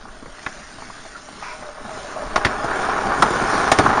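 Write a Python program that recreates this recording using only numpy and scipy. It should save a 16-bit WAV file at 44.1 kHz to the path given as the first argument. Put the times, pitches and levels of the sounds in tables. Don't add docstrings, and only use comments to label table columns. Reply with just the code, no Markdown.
import sys
import numpy as np
from scipy import signal
from scipy.fft import rfft, irfft, next_fast_len
from scipy.io import wavfile
from scipy.ndimage import uniform_filter1d, map_coordinates

SR = 44100
rng = np.random.default_rng(int(sys.argv[2]) if len(sys.argv) > 2 else 0)


def pcm_store(signal):
    levels = np.round(np.clip(np.atleast_2d(signal), -1, 1) * 32767)
    wavfile.write(sys.argv[1], SR, levels.astype(np.int16).T)


N = 176400


def amp(db):
    return 10 ** (np.asarray(db) / 20)


def unit(x):
    return x / np.sqrt(np.mean(x ** 2) + 1e-20)


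def curve(rows):
    return np.interp(np.arange(N) / SR, *np.transpose(rows))


def wobble(rate_hz):
    knots = rng.standard_normal(int(N * rate_hz / SR) + 4)
    return map_coordinates(knots, [np.arange(N) * rate_hz / SR])


def colour(points, hz):
    freq_hz, gain_db = np.transpose(points)
    return amp(np.interp(np.log(hz + 1), np.log(freq_hz + 1), gain_db))


def resonant(modes, hz, order=1):
    return np.sqrt(sum(amp(db) ** 2 / (1 + (2 * (hz - centre) / width) ** 2) ** order
                       for centre, width, db in modes))


def filtered(x, gain):
    size = 2 * next_fast_len(len(x))
    hz = np.fft.rfftfreq(size, 1 / SR)
    cepstrum = irfft(np.log(np.maximum(gain(hz), 1e-6)))
    cepstrum[1:size // 2] *= 2
    cepstrum[size // 2 + 1:] = 0
    return irfft(rfft(x, size) * np.exp(rfft(cepstrum)))[:len(x)]


def noise(points):
    return unit(filtered(rng.standard_normal(N), lambda hz: colour(points, hz)))


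def patchy(x, depth_db):
    spectra = signal.stft(x, nperseg=1024)[2]
    patches = uniform_filter1d(rng.standard_normal(spectra.shape), size=7, axis=0)
    patches = unit(uniform_filter1d(patches, size=6, axis=1))
    return unit(signal.istft(spectra * amp(depth_db * patches), nperseg=1024)[1][:N])


# freq_hz, gain_db
WIND_EQ = [(8, 4.5), (20, 6.5), (45, -4.5), (75, -11), (150, -45)]
# time_s, level_db
WIND_LEVEL = [(0, -41.5), (1.2, -47.5), (2.2, -44.5), (2.29, -28.5), (2.42, -35.5), (4, -62.5)]

def wind():
    puffs = noise(WIND_EQ) * amp(2.3 * np.tanh(wobble(18)))
    return unit(puffs) * amp(curve(WIND_LEVEL))


# freq_hz, gain_db
HISS_EQ = [(300, -14.5), (1500, 8.5), (2500, -1.5), (3200, -0.5), (4400, -2), (5600, -1), (7000, -3.5),
           (9300, -4.5)]
# time_s, level_db
HISS_LEVEL = [(0, -47), (.27, -46), (.44, -40), (1.03, -40), (1.28, -42), (1.42, -38), (1.76, -43),
              (2, -37), (2.24, -39), (2.67, -37), (2.83, -33), (3.11, -35.5), (3.32, -30.5), (3.61, -28),
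              (3.93, -34)]

def runners():
    hiss = patchy(noise(HISS_EQ), depth_db=2.5)
    grain = amp(0.37 * wobble(40) + 1.07 * wobble(350))
    return unit(hiss * grain) * amp(curve(HISS_LEVEL))


def squeak(peak_s=1.161, pitch_hz=1405, fade_s=0.008):
    t = np.arange(N) / SR
    envelope = 2 * amp(-34) * np.exp(-np.abs(t - peak_s) / fade_s)
    return envelope * np.sin(2 * np.pi * pitch_hz * t + 0.9 * wobble(220))


# freq_hz, gain_db
SCRAPE_EQ = [(200, -26), (650, -24), (950, -0.5), (1450, -15), (1900, -3), (2600, -2.5), (3200, -19.5),
             (5500, -11), (9000, -34)]
# pitch_hz, width_hz, gain_db
SCRAPE_MODES = [(1003, 93, -4), (1260, 80, -4.5), (1454, 98, -0.5), (2320, 210, -19)]

def scrape(start_s=1.424, hold_s=0.092, release_t60_s=0.39, level_db=-34, ring_db=10):
    since = np.arange(N) / SR - start_s
    stroke = (since > 0) * amp(level_db - 60 * np.maximum(since - hold_s, 0) / release_t60_s)
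    slips = rng.standard_normal(N) * amp(0.82 * wobble(200))
    tone = lambda hz: colour(SCRAPE_EQ, hz) + amp(ring_db) * resonant(SCRAPE_MODES, hz, order=2)
    return stroke * unit(filtered(slips, tone))


# pitch_hz, width_hz, gain_db
DRONE_MODES = [(608.4, 61, 6), (647, 82, -2), (751, 85, -2)]
# time_s, level_db
DRONE_LEVEL = [(0, -49), (1.5, -51), (1.65, -41.5), (1.95, -38.5), (2.11, -45), (2.19, -33.5),
               (2.55, -34.5), (4, -55)]

def drone(waver_hz=12):
    ring = filtered(rng.standard_normal(N), lambda hz: resonant(DRONE_MODES, hz, order=2))
    drift_cycles = np.cumsum(waver_hz * wobble(12)) / SR
    wavering = np.real(signal.hilbert(ring) * np.exp(2j * np.pi * drift_cycles))
    surging = wavering * amp(3.1 * wobble(29.96))
    return patchy(surging, depth_db=2.0) * amp(curve(DRONE_LEVEL))


# pitch_hz, width_hz, gain_db
FRAME_MODES = [(1750, 140, 13), (3750, 600, 9), (4520, 84, 9), (5330, 840, 8)]

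def frame(hz):
    return np.hypot(resonant(FRAME_MODES, hz), 1)


# pitch_hz, width_hz, gain_db
SHELL_MODES = [(273.5, 12.6, 7), (370, 33, -4), (450, 103, -4), (669, 106, 1), (774, 38, 3), (825, 61, 2.5),
               (975, 78, -2), (1089, 107, 2), (1253, 180, -0.5), (1443, 60, 0.5), (1700, 210, -11),
               (2280, 240, -3)]

def shell(hz, direct_db=-7):
    return np.hypot(resonant(SHELL_MODES, hz), amp(direct_db))


def burst(t, gain, t60_s, attack_s=0.00066, tail_db=-30, tail_t60_s=0.41):
    decay = amp(-60 * t / t60_s) + amp(tail_db - 60 * t / tail_t60_s)
    envelope = decay * (1 - np.exp(-t / attack_s))
    clatter = envelope * rng.standard_normal(len(t))
    click = 0.058 * np.linalg.norm(envelope) * (t == 0)
    return unit(filtered(clatter + click, gain)) * np.sqrt(np.mean(envelope ** 2))


# freq_hz, gain_db
KNOCK_EQ = [(60, -5), (250, -12), (600, 1), (1000, 0), (1500, 0.5), (2200, -10), (3200, -24), (5000, -22.5),
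            (9000, -34)]
# freq_hz, gain_db
CRACK_EQ = [(300, -41), (1200, -20), (2000, 7.5), (3700, -8), (5500, -6.5), (9500, 1.5)]
# freq_hz, gain_db
THUD_EQ = [(30, -11), (115, 0.5), (170, -4), (260, 0), (370, -0.5), (800, -28)]
# start_s, level_db, crack_db, thud_db, ring_hz
BUMP_HITS = [(.053, -31.5, -22, -11.5, 1110), (0.084, -35, -20, -8, 1500), (0.224, -36, -27, 4.5, 400),
             (.258, -31, -9, -7, 450), (0.4627, -18, -3, -11, 1830), (.783, -32.5, -19, -6, 790),
             (.8195, -27, -10, -10, 920), (.8985, -27.5, -18, -14, 1060), (1.051, -30.5, -22, -9, 625),
             (1.286, -30, -22, -14, 790), (1.424, -23.5, -14, -25, 1240), (1.623, -28.5, -10, -18, 650),
             (2.172, -26, -30, -19, 716), (2.193, -29, -29, -19, 616), (2.236, -24.5, -27, -30.5, 740),
             (2.359, -5.5, -9.5, -14, 1240), (2.377, -17, -11.5, -4, 870), (2.4478, -10, 0.5, -13, 1610),
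             (2.453, -19, -1.5, 6.5, 1190), (2.465, -15.5, -2.5, -12, 1720), (2.642, -15, -25, -5, 650),
             (2.712, -18, -19, -15, 860), (2.888, -12.5, -26, -27, 790), (3.118, -14.5, -18, -16.5, 1170),
             (3.2224, 2, -12, -18, 1200), (3.305, -17, -28.5, 0, 350), (3.42, -25, -35, 6.5, 396),
             (3.7163, 0, -6, -13, 924), (3.786, -9.5, -2.5, 3, 1410), (3.793, -3.5, -30, -17, 880),
             (3.8615, -3.5, -27, -16, 1110), (3.8965, -11, -32, -12.5, 750), (3.972, -9, -14, -24.5, 930)]

def bumps(full_cutoff_hz=8100, db_per_octave=15.5, ring_db=3):
    out = np.zeros(N + SR)
    t = np.arange(SR // 4) / SR
    for start_s, level_db, crack_db, thud_db, ring_hz in BUMP_HITS:
        cutoff_hz = full_cutoff_hz * 2 ** (level_db / db_per_octave)
        lowpass = lambda hz: 1 / np.sqrt(1 + (hz / cutoff_hz) ** 8)
        spot = lambda hz: 0.5 + resonant([(ring_hz, 0.57 * ring_hz, ring_db)], hz, order=2)
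        knock = burst(t, lambda hz: colour(KNOCK_EQ, hz) * shell(hz) * spot(hz), t60_s=0.043)
        crack = burst(t, lambda hz: colour(CRACK_EQ, hz) * frame(hz) * lowpass(hz), t60_s=0.052)
        thud = burst(t, lambda hz: colour(THUD_EQ, hz), t60_s=0.062)
        hit = knock + amp(crack_db) * crack + amp(thud_db) * thud
        out[round(start_s * SR):][:len(t)] += amp(level_db) * hit
    return out[:N]


# freq_hz, gain_db
WHEEL_EQ = [(60, -4), (200, -19.5), (420, -1.5), (540, -7), (680, -6), (1400, -4), (1750, -3.5),
            (2000, -12.5), (2800, -19.5), (4500, -25), (9000, -43)]
# time_s, level_db
WHEEL_LEVEL = [(0, -46), (.7, -49), (1.35, -46.5), (1.75, -39.5), (2.3, -33), (2.58, -26.5), (2.82, -23),
               (3.25, -21.5), (4, -19.5)]
# freq_hz, gain_db
CHASSIS_EQ = [(25, -2), (60, -7.5), (105, -2.5), (165, 0), (230, 2.5), (350, -3.5), (550, -15), (1500, -33)]
# time_s, level_db
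CHASSIS_LEVEL = [(0.0, -48.5), (1.53, -47), (4.0, -24.5)]

def rolling(grit_per_s=260, grit_spread_db=8.5, grit_db=-6.5, wheel_trim_db=1, chassis_trim_db=-2.5):
    jolt_db = 1.25 * wobble(48)
    ticks = (rng.random(N) < grit_per_s / SR) * rng.choice([-1, 1], N)
    grit = ticks * amp(grit_spread_db * np.minimum(rng.standard_normal(N), 2))
    roughness = rng.standard_normal(N) * amp(1.3 * wobble(130))
    force = roughness + amp(grit_db) * unit(grit)
    body = filtered(force, lambda hz: colour(WHEEL_EQ, hz) * shell(hz))
    wheels = patchy(body, depth_db=0.46) * amp(jolt_db)
    chassis = noise(CHASSIS_EQ) * amp(0.5 * jolt_db + 3.96 * wobble(21.44))
    return (wheels * amp(curve(WHEEL_LEVEL) + wheel_trim_db)
            + chassis * amp(curve(CHASSIS_LEVEL) + chassis_trim_db))


def scene():
    return (rolling() + drone() + runners() + squeak() + scrape() + bumps() + wind())[None]


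def record(dry):
    notch_hz, notch_width_hz, notch_db = 7928, 348, -39
    band_hz, top_hz, overtone_db = 9650, 15800, -6.5
    ceiling, hardness = 0.72, 9
    hz = np.fft.rfftfreq(2 * N, 1 / SR)
    notch = amp(notch_db * np.exp(-((hz - notch_hz) / notch_width_hz) ** 2))
    narrow = irfft(rfft(dry, 2 * N) * notch * (hz < band_hz))[:, :N]
    driven = narrow / (1 + np.abs(narrow / ceiling) ** hardness) ** (1 / hardness)
    shelf = amp(overtone_db * (hz > band_hz)) * (hz < top_hz)
    return irfft(rfft(driven, 2 * N) * shelf)[:, :N]


dry = scene()
out = record(dry)
pcm_store(out)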